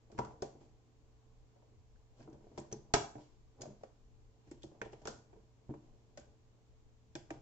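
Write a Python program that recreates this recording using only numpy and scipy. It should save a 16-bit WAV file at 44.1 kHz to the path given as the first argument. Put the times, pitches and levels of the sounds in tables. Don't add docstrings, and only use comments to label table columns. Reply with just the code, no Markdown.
import sys
import numpy as np
from scipy import signal
from scipy.io import wavfile

SR = 44100
rng = np.random.default_rng(int(sys.argv[2]) if len(sys.argv) > 2 else 0)


def gain_from_db(level_db):
    decades = np.asarray(level_db, float) / 20
    return 10 ** decades


def wav_out(sig):
    wavfile.write(sys.argv[1], SR, np.round(np.clip(np.atleast_2d(sig).T, -1, 1) * 32767).astype(np.int16))


N = 326781

# (pitch [Hz], level [dB])
HUM = [(118.4, -71), (242.2, -85.5), (312.2, -90), (441.4, -81.5)]
# (pitch [Hz], level [dB per Hz])
AIR = [(12, -30), (20, 5.5), (74, 0), (126, -13.5), (146, -4), (174, -13.5), (236, -13), (380, -14.5),
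       (442, -16.5), (502, -19.5), (851, -19), (1370, -28.5), (7050, -33.5), (8200, -28.5), (10700, -77),
       (18000, -120)]
AIR_DB = -67.5
# (pitch [Hz], likeness [0 to 1])
AIR_LIKENESS = [(40, 0.18), (120, 0.92), (300, 0.19), (430, 0.63), (620, 0.71), (1000, 0.041),
                (8000, 0.0086)]
# (pitch [Hz], likeness [0 to 1])
NEAR_LIKENESS = [(30, 0.21), (60, 1), (130, 0.99), (400, 0.93), (520, 0.58), (700, 0.21), (8000, 0.0079)]
PORT_LAG_CYCLES = 0.32
# (pitch [Hz], time to fall 60 dB [s], level [dB])
ROOM = [(98.4, 0.59, -18), (400, 0.33, -13), (1120, 0.42, -10.5), (2430, 0.3, -8), (6490, 0.37, -8.5)]

# (strongest at [s], press level [dB], skin slide level [dB], length [s])
STROKES = [(0.182, -67.5, -78.5, 0.1), (0.309, -54.5, -82, 0.19), (0.632, -58.5, -80, 0.083),
           (1.58, -71, -93, 0.72), (2.206, -54.5, -70, 0.043), (2.35, -61.5, -93, 0.14),
           (2.588, -61, -80, 0.2), (2.883, -63.5, -91.5, 0.22), (3.209, -61, -74.5, 0.13),
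           (3.608, -52, -83.5, 0.033), (3.754, -65.5, -83.5, 0.23), (4.535, -70, -77.5, 0.1),
           (4.899, -62, -87.5, 0.49), (5.095, -51, -70, 0.093), (5.321, -66, -96, 0.14),
           (5.848, -66.5, -87, 0.52), (6.21, -62, -90, 0.12), (7.347, -54.5, -78.5, 0.086)]
RISE_DB, EASE_DB = 13, 13
# (pitch [Hz], level [dB], time to fall 60 dB [s])
RIBS = [(1612, -31, 0.012), (1895, -41, 0.036), (2700, -37, 0.0037), (3490, -31.5, 0.0092),
        (4800, -50, 0.008)]

# (time [s], treble level [dB], dullness [dB], bright spot [Hz])
CLICKS = [(.116, -62.5, -6.5, 5800), (0.178, -58, 4, 2250), (.187, -46, -1, 1700), (0.247, -55.5, -9, 5800),
          (0.4211, -42, -9.5, 5400), (.432, -69, -5, 5860), (0.608, -73, -6, 6940), (2.203, -81, 15, 1700),
          (2.225, -68, 2, 2320), (2.328, -70, -3, 5840), (2.576, -50.5, -5, 1600),
          (2.5814, -48.5, -7.5, 6900), (2.714, -58, -4.5, 7340), (2.7274, -48.5, -10.5, 5960),
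          (2.9367, -26.5, -13.5, 7700), (2.9385, -24, -4.5, 4500), (2.9415, -30, -10, 5900),
          (2.95, -39, 3.5, 5300), (2.96, -42, -1, 5694), (3.609, -52, -19.5, 4180), (3.618, -45, -12, 6620),
          (3.833, -61, -2, 2010), (4.473, -72.5, 1.5, 6420), (4.512, -57, -5.5, 7840),
          (4.62, -63, -6, 3600), (4.744, -85, 6, 2000), (4.849, -63.5, -2, 3200), (4.922, -63.5, -10, 4500),
          (4.997, -72, -10, 6500), (5.0158, -66, -5, 5500), (4.632, -52, -14.5, 3640),
          (4.8147, -50.5, 7.5, 1550), (4.93, -64, 3.5, 3000), (5.053, -47.5, -4, 2640),
          (5.072, -36, -12, 6650), (5.083, -53, -4, 5220), (6.173, -49.5, -4, 2346),
          (7.1528, -44.5, -3.5, 5500), (7.162, -61, -15, 7000), (7.3038, -51.5, 1.5, 1760)]
CLICK_T60_S, SOFT_T60_S, SOFT_BELOW_DB = 0.034, 0.056, -48
AWAY_DB, KEEN_HZ = -14, 3330
SPOT_ROOM_SHARE = 0.4

# (time [s], level [dB], pitch [Hz])
STEEL = [(0.33, -76, 5800), (0.42, -44, 5350), (2.33, -64, 5700), (2.3, -66, 6400), (2.725, -38, 6300),
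         (2.727, -35, 5940), (2.9385, -22, 4550), (2.9405, -23, 7500), (2.9415, -27, 5900),
         (7.153, -45, 6600), (7.153, -43.5, 3500), (7.154, -47, 1740), (7.167, -56, 5000),
         (3.617, -56, 1560), (3.835, -60, 1800), (2.65, -56, 1030), (4.817, -52, 3500), (2.6, -46, 7400),
         (.1885, -43, 1100), (.19, -42, 700), (.4225, -33, 380), (1.96, -66, 1590), (2.22, -61, 4800),
         (2.468, -61, 670), (2.7, -62, 705), (2.94, -39, 1400), (3.2, -57, 580), (3.66, -58, 540),
         (3.8345, -37.5, 567), (4.817, -45, 1940), (5.692, -51, 535), (5.739, -53, 1110),
         (2.949, -29, 5330), (7.153, -44, 5400), (7.3045, -40, 1750), (7.306, -48, 2400),
         (4.775, -79.5, 6450), (5.2, -71, 6450), (4.82, -54.5, 6100), (7.307, -54, 6700),
         (3.619, -44.5, 5000), (3.618, -35.5, 6740), (4.512, -50.5, 7540), (4.632, -45.5, 3530),
         (4.816, -47, 2300), (4.8155, -33.5, 1510), (5.075, -41, 1470), (6.175, -67.5, 2480),
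         (6.198, -52, 6900), (6.255, -69, 7000), (7.309, -38.5, 316), (7.154, -46.5, 330),
         (4.819, -40, 440), (4.826, -42, 430), (.4225, -56, 4500), (6.174, -53, 4750), (4.936, -45, 440),
         (.56, -56, 680)]
STEEL_T60_S, STEEL_ROOM_DB = 0.023, -8.5
PANEL_CYCLES, SWELL_CYCLES = 35, 1.6

LATCH_S = [
    2.9391,
    2.9406,
    2.9477,
    2.9534,
]
LATCH_DB = [
    -36,
    -25.5,
    -34,
    -38.5,
]
# (pitch [Hz], level [dB], time to fall 60 dB [s])
LATCH_MODES = [(263, -11.5, 0.037), (130.8, -12.5, 0.03), (418.6, 1.5, 0.064), (694, -4, .055),
               (735, -6, 0.056), (800, -8, .05), (860, -4, 0.05), (975, -4, 0.04146), (1174, -6, 0.02),
               (1276.4, -4.5, .03), (2000, -16, .02), (2280, -16, 0.022)]

# (time [s], strength [dB], weight passed down [dB], hardness [dB], struck spot [Hz])
BLOWS = [(0.123, -58.5, 9.5, -3, 465), (.18, -43.5, 9, -6, 298), (.188, -27.5, -5.5, -7, 977),
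         (.215, -45, -1.5, -11, 1000), (0.248, -52, -2, 7, 340), (.422, -31.5, -10, -14, 420),
         (2.275, -49, 2.5, -13, 315), (2.576, -35.5, -3.5, -16, 356), (2.725, -44.5, 6.5, -9, 400),
         (2.9385, -47, -1.5, 3, 706), (2.941, -39.5, 4.5, -15, 420), (2.963, -32, -1, -20, 910),
         (3.042, -42.5, -18, -6, 789), (3.614, -51.5, 1.5, -6.5, 581), (3.835, -49.5, -4, -8, 540),
         (4.513, -53.5, 8.5, -10.5, 316), (4.636, -45.5, 2.5, -16.5, 324), (4.8144, -38.5, -5.5, -5, 437),
         (5.054, -42, -5, -3, 433), (5.075, -35, -7, -4, 435), (5.691, -48, 10, -23, 149.2),
         (6.174, -48, -4.5, -5.5, 542), (7.153, -39, -4, -21.5, 338.4), (7.305, -37, -5.5, -13.5, 320)]
# (time [s], strength [dB], weight passed down [dB], struck spot [Hz])
NUDGES = [(.1, -58.5, 2, 600), (0.147, -59, 5, 300), (0.173, -54, 4, 236), (2.59, -48.5, 4, 347),
          (2.738, -49.5, 2, 238.6), (4.824, -47.5, -2, 426), (.55, -68.5, 13.5, 374),
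          (0.611, -60.5, 1, 790), (1.559, -65, -8, 590), (1.621, -62, -17, 566), (2.193, -68, 8, 600),
          (2.205, -56, 5, 580), (2.326, -57, 4, 306), (2.34, -56, 6, 540), (0.444, -50, 7.5, 670),
          (2.467, -59.5, -1.5, 420), (2.515, -60, 5, 430), (2.61, -59, 9.5, 294), (2.713, -52, -3, 417),
          (2.905, -62, 4, 860), (3.153, -46, 2.5, 689), (3.181, -48.5, -4.5, 301.4),
          (3.632, -45.5, -1.5, 610), (3.655, -48.5, -0.5, 584), (3.684, -73, 24, 428.3),
          (4.472, -66.5, 10, 315), (4.715, -59, 4, 442), (4.748, -62.5, -0.5, 530), (4.858, -45, 1, 480),
          (4.931, -45.5, -6, 445), (5.016, -59, 2, 600), (5.329, -53, -3, 438), (5.363, -60.5, 8, 420),
          (5.705, -52, 13, 302.5), (5.738, -48, -1, 312), (0.202, -51, 0.5, 670), (.232, -48.5, 4, 700),
          (.268, -52.5, 4, 890), (.282, -56.5, 1.5, 300), (.306, -53.5, -4.5, 800), (2.255, -63, 6, 430),
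          (2.303, -60.5, 1.5, 310), (2.407, -62.5, 3, 400), (2.442, -59, 3.5, 430), (2.548, -69, 3, 504),
          (3.675, -55.5, 8, 303), (3.702, -56.5, 6.5, 563), (3.809, -65, 1.5, 705),
          (5.698, -54.5, -0.5, 560)]
NUDGE_HARDNESS_DB, NUDGE_TICK_DB = -15.5, -24
RATTLE_S, RATTLE_DB = 0.006, -8
GRIP_DETUNE = 0.02
TABLE_SHARE, TABLE_DB, HOLLOW_SHARE, HOLLOW_DB = 1.3, -17.5, 0.88, -10
# (pitch [Hz], level [dB], time to fall 60 dB [s])
TABLE = [(61.5, -11, 0.48), (88.5, -6, 0.2), (128.5, 4.5, 0.16), (139, -1, 0.26), (209.5, -1.5, 0.2),
         (231, -1.5, 0.18)]
# (pitch [Hz], level [dB], time to fall 60 dB [s])
HOLLOW = [(305.7, -4, 0.15), (349.8, -1.5, 0.089), (398, -5, 0.052), (420, -1.5, 0.053), (445, -4.5, 0.11)]
# (pitch [Hz], level [dB], time to fall 60 dB [s])
CASE = [(530, -9.5, 0.094), (587, 0, 0.069), (651, -4.5, 0.064), (707, -3.5, 0.084), (790, -1, 0.061),
        (898, -7, 0.066), (952, -6, 0.055)]
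# (pitch [Hz], level [dB], time to fall 60 dB [s])
SHELL = [(1113.6, -6.5, 0.035), (1255, -7, 0.016), (1320, -2, 0.0056), (1468, -4.5, 0.021)]

CUTOFF_HZ, SPILL_DB, HISS_DB = 8750, -57, -100


def at_hz(points, hz, column=1):
    points = np.array(points)
    return np.interp(np.log(hz), np.log(points[:, 0]), points[:, column])


def rms_one(x):
    return x / np.sqrt(np.mean(x ** 2) + 1e-20)


def drift(rate):
    r = np.exp(-80 * np.pi * rate / SR)
    slow = signal.lfilter([1], [1, -2 * r, r * r], rng.standard_normal(N // 40 + 2002))[2000:]
    return np.interp(np.arange(N) / 40, np.arange(len(slow)), rms_one(slow))


def ring(push, hz, t60):
    r = np.exp(-np.log(1000) / (t60 * SR))
    w = 2 * np.pi * hz / SR
    return signal.lfilter([0, np.sin(w)], [1, -2 * r * np.cos(w), r * r], push + 1e-18)


def butter(x, order, hz, kind="low"):
    return signal.sosfilt(signal.butter(order, hz, kind, fs=SR, output="sos"), x)


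def spread(mid, side, hz, likeness):
    alike = np.clip(at_hz(likeness, hz), 0, 1)
    return np.sqrt(1 + alike) * mid + np.sqrt(1 - alike) * side * [[1], [-1]]


def ports(mid, side, hz):
    late_side = np.roll(side, int(PORT_LAG_CYCLES * SR / hz))
    return spread(mid, late_side, hz, NEAR_LIKENESS)


def bands(likeness, size):
    edges = 18 * 2 ** np.arange(0, 9.1, 0.5)
    white = rng.standard_normal((2, 2, size))
    for k, (low, high) in enumerate(zip(edges, edges[1:])):
        centre_hz = np.sqrt(low * high)
        mid, side = butter(white[k % 2], 2, [low, high], "band")
        yield centre_hz, spread(mid, side, centre_hz, likeness)


def background():
    out, t = 0, np.arange(N) / SR
    for hz, noise in bands(AIR_LIKENESS, size=N):
        lumps_db = 9.5 * np.tanh(drift(5.4)) / (1 + hz / 150)
        out = out + noise * gain_from_db(at_hz(AIR, hz) + lumps_db)
    out = rms_one(out) * gain_from_db(AIR_DB + 2.0)
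    for hz, db in HUM:
        turn = 2 * np.pi * hz * t + 0.51 * drift(1.5)
        out += np.sqrt(2) * gain_from_db(db + 0.97 * drift(5.3)) * np.sin(turn)
    return out


def room(x):
    t = np.arange(int(0.6 * SR)) / SR
    echo = 0
    for hz, noise in bands(NEAR_LIKENESS, size=len(t)):
        t60 = at_hz(ROOM, hz)
        fall = gain_from_db(at_hz(ROOM, hz, column=2) - 60 * t / t60)
        echo = echo + noise * fall / np.sqrt(t60 * SR / 14)
    echo = echo * np.clip((t - 0.004) / 0.0045, 0, 1)
    return signal.fftconvolve(x, echo, axes=1)[:, :N]


def hands():
    t, power = np.arange(N) / SR, 0
    for s, press_db, slide_db, length in STROKES:
        lengths = (t - s) / length
        swell = gain_from_db(np.minimum(RISE_DB * lengths, -EASE_DB * lengths))
        power = power + swell ** 2 * gain_from_db([[press_db], [slide_db]]) ** 2
    return np.sqrt(power)


def skin_hiss(slide):
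    skin = butter(rng.standard_normal((2, N)), 2, 1500, "high")
    walls = sum(gain_from_db(db) * ring(skin, hz, t60) for hz, db, t60 in RIBS)
    return rms_one(skin + 0.24 * walls) * slide * gain_from_db(5.5 + 2 * drift(30))


def clicks():
    out, t = np.zeros((3, N)), np.arange(SR // 10) / SR
    ranges_hz = [(4000, 9500), (1500, 2600), (2600, 4000)]
    nudge_ticks = [(s, db + NUDGE_TICK_DB, 4.0, 1800) for s, db, *_ in NUDGES]
    for s, top_db, dull_db, spot_hz in CLICKS + nudge_ticks:
        away_db = AWAY_DB * (1 - np.exp(-(np.log(spot_hz / KEEN_HZ) / 0.23) ** 2))
        levels_db = top_db, top_db + dull_db, top_db + 0.5 * dull_db + away_db
        soft = 1 / (1 + gain_from_db(max(top_db, top_db + dull_db) - SOFT_BELOW_DB))
        t60 = CLICK_T60_S + soft * (SOFT_T60_S - CLICK_T60_S)
        fall = gain_from_db(-60 * t / t60) * np.minimum(1, 0.1 + t / (1e-4 + 0.0028 * soft))
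        burst = 0
        for db, share_db, sign, edges_hz in zip(levels_db, [6, 12, 12], [1, 1, -1], ranges_hz):
            swarm = rng.standard_normal((3, len(t))) * gain_from_db(3 * rng.standard_normal((3, len(t))))
            swarm = rms_one(swarm) * fall
            swarm[2] = (t == 0) * sign * np.sqrt(np.sum(fall ** 2))
            burst = burst + gain_from_db(db + share_db) * butter(swarm, 2, edges_hz, "band")
        spot = 0.0041 * np.array([[1], [1], [SPOT_ROOM_SHARE]]) * ring(burst, spot_hz, 0.016)
        burst = burst + spot
        burst = burst + sum(gain_from_db(db) * ring(burst - spot, hz, rib_t60) for hz, db, rib_t60 in RIBS)
        i = int(s * SR)
        out[:, i:i + len(t)] += burst[:, :N - i]
    return out


def steel():
    out, t = np.zeros((2, N)), np.arange(SR // 11) / SR
    for (s, db, hz), turn in zip(STEEL, rng.random((len(STEEL), 3, 2, 1))):
        i = int(s * SR)
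        bunch_hz = hz * np.array([0.965, 1, 1.03])[:, None, None]
        port_turn = [[0], [0.25 * (hz > 500)]]
        tones = np.sin(2 * np.pi * (bunch_hz * t + 0.12 * turn[:, :1] + port_turn)).sum(axis=0)
        fall = gain_from_db(db - 7 - 60 * t / max(STEEL_T60_S, PANEL_CYCLES / hz))
        swell = np.minimum(1, t * hz / SWELL_CYCLES)
        out[:, i:i + len(t)] += tones * fall * swell
    return out


def latch():
    out, start, size = np.zeros((2, N)), int(LATCH_S[0] * SR), SR // 4
    blow = np.zeros((2, size))
    blow[:, (np.array(LATCH_S) * SR).astype(int) - start] = gain_from_db(LATCH_DB)
    modes = [gain_from_db(db) * ports(*ring(blow, hz, t60), hz) for hz, db, t60 in LATCH_MODES]
    out[:, start:start + size] = sum(modes)
    return out


def knocks():
    nudges = [(s, db, weight_db, NUDGE_HARDNESS_DB, hz) for s, db, weight_db, hz in NUDGES]
    return np.transpose(BLOWS + nudges)


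def body(modes, levels_db, soft_hz, press):
    out, (s, *_, spot_hz) = np.zeros((2, N)), knocks()
    rub = rng.standard_normal((2, N)) * press
    for hz, db, t60 in modes:
        push = np.zeros((2, 2, N))
        push[1] = rub
        grip = rng.integers(0, 2, len(s))
        near_db = 8.86 * np.exp(-(np.log(hz / spot_hz) / 0.18) ** 2)
        luck = rng.standard_normal((len(s), 8))
        at = ((s + 0.0015 * abs(luck[:, 4])) * SR).astype(int)
        mid_side_gain = gain_from_db(2 * luck[:, :2]) * np.sign(luck[:, 2:4])
        blow = gain_from_db(levels_db + near_db)[:, None] * mid_side_gain
        push[grip, :, at] += blow
        again = at + (RATTLE_S * SR * (0.5 + abs(luck[:, 5]))).astype(int)
        push[grip, :, again] += blow * gain_from_db(RATTLE_DB) * np.sign(luck[:, 6:])
        low = ring(push[0], hz * (1 - GRIP_DETUNE), t60)
        high = ring(push[1], hz * (1 + GRIP_DETUNE), t60)
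        out += gain_from_db(db) * ports(*(low + high), hz)
    return butter(out, 2, soft_hz)


def camera():
    _, case_db, weight_db, hard_db, _ = knocks()
    press, slide = hands()
    press = press * gain_from_db(1.8 * drift(25))
    out = body(TABLE, case_db + TABLE_SHARE * weight_db + TABLE_DB, 690, press * gain_from_db(-44.5))
    out += body(HOLLOW, case_db + HOLLOW_SHARE * weight_db + HOLLOW_DB, 580, press * gain_from_db(-38.0))
    out += body(CASE, case_db - 11.0, 3400, press * gain_from_db(-40.5))
    out += body(SHELL, case_db + hard_db - 1.0, 1500, press * gain_from_db(-51.5))
    return out + skin_hiss(slide)


def scene():
    dull, sharp, rings = camera() + latch(), clicks(), steel()
    sent = dull + gain_from_db(STEEL_ROOM_DB) * rings
    to_room = sent[:1] + 0.5 * sent[1:] + gain_from_db(1.0) * sharp[2:]
    return dull + rings + sharp[:2] + room(to_room) + background()


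def roll_off(x):
    return signal.sosfilt(signal.butter(12, 15800, fs=SR, output="sos"), x)


def record(dry):
    steep = signal.cheby2(12, 58, CUTOFF_HZ, fs=SR, output="sos")
    cut = signal.sosfilt(steep, dry) + gain_from_db(SPILL_DB) * dry
    cut = butter(0.3 * np.tanh(cut / 0.3), 6, 9800)
    hiss = gain_from_db(HISS_DB) * rng.standard_normal(dry.shape)
    return roll_off(cut + hiss)


dry = scene()
out = record(dry)
wav_out(out)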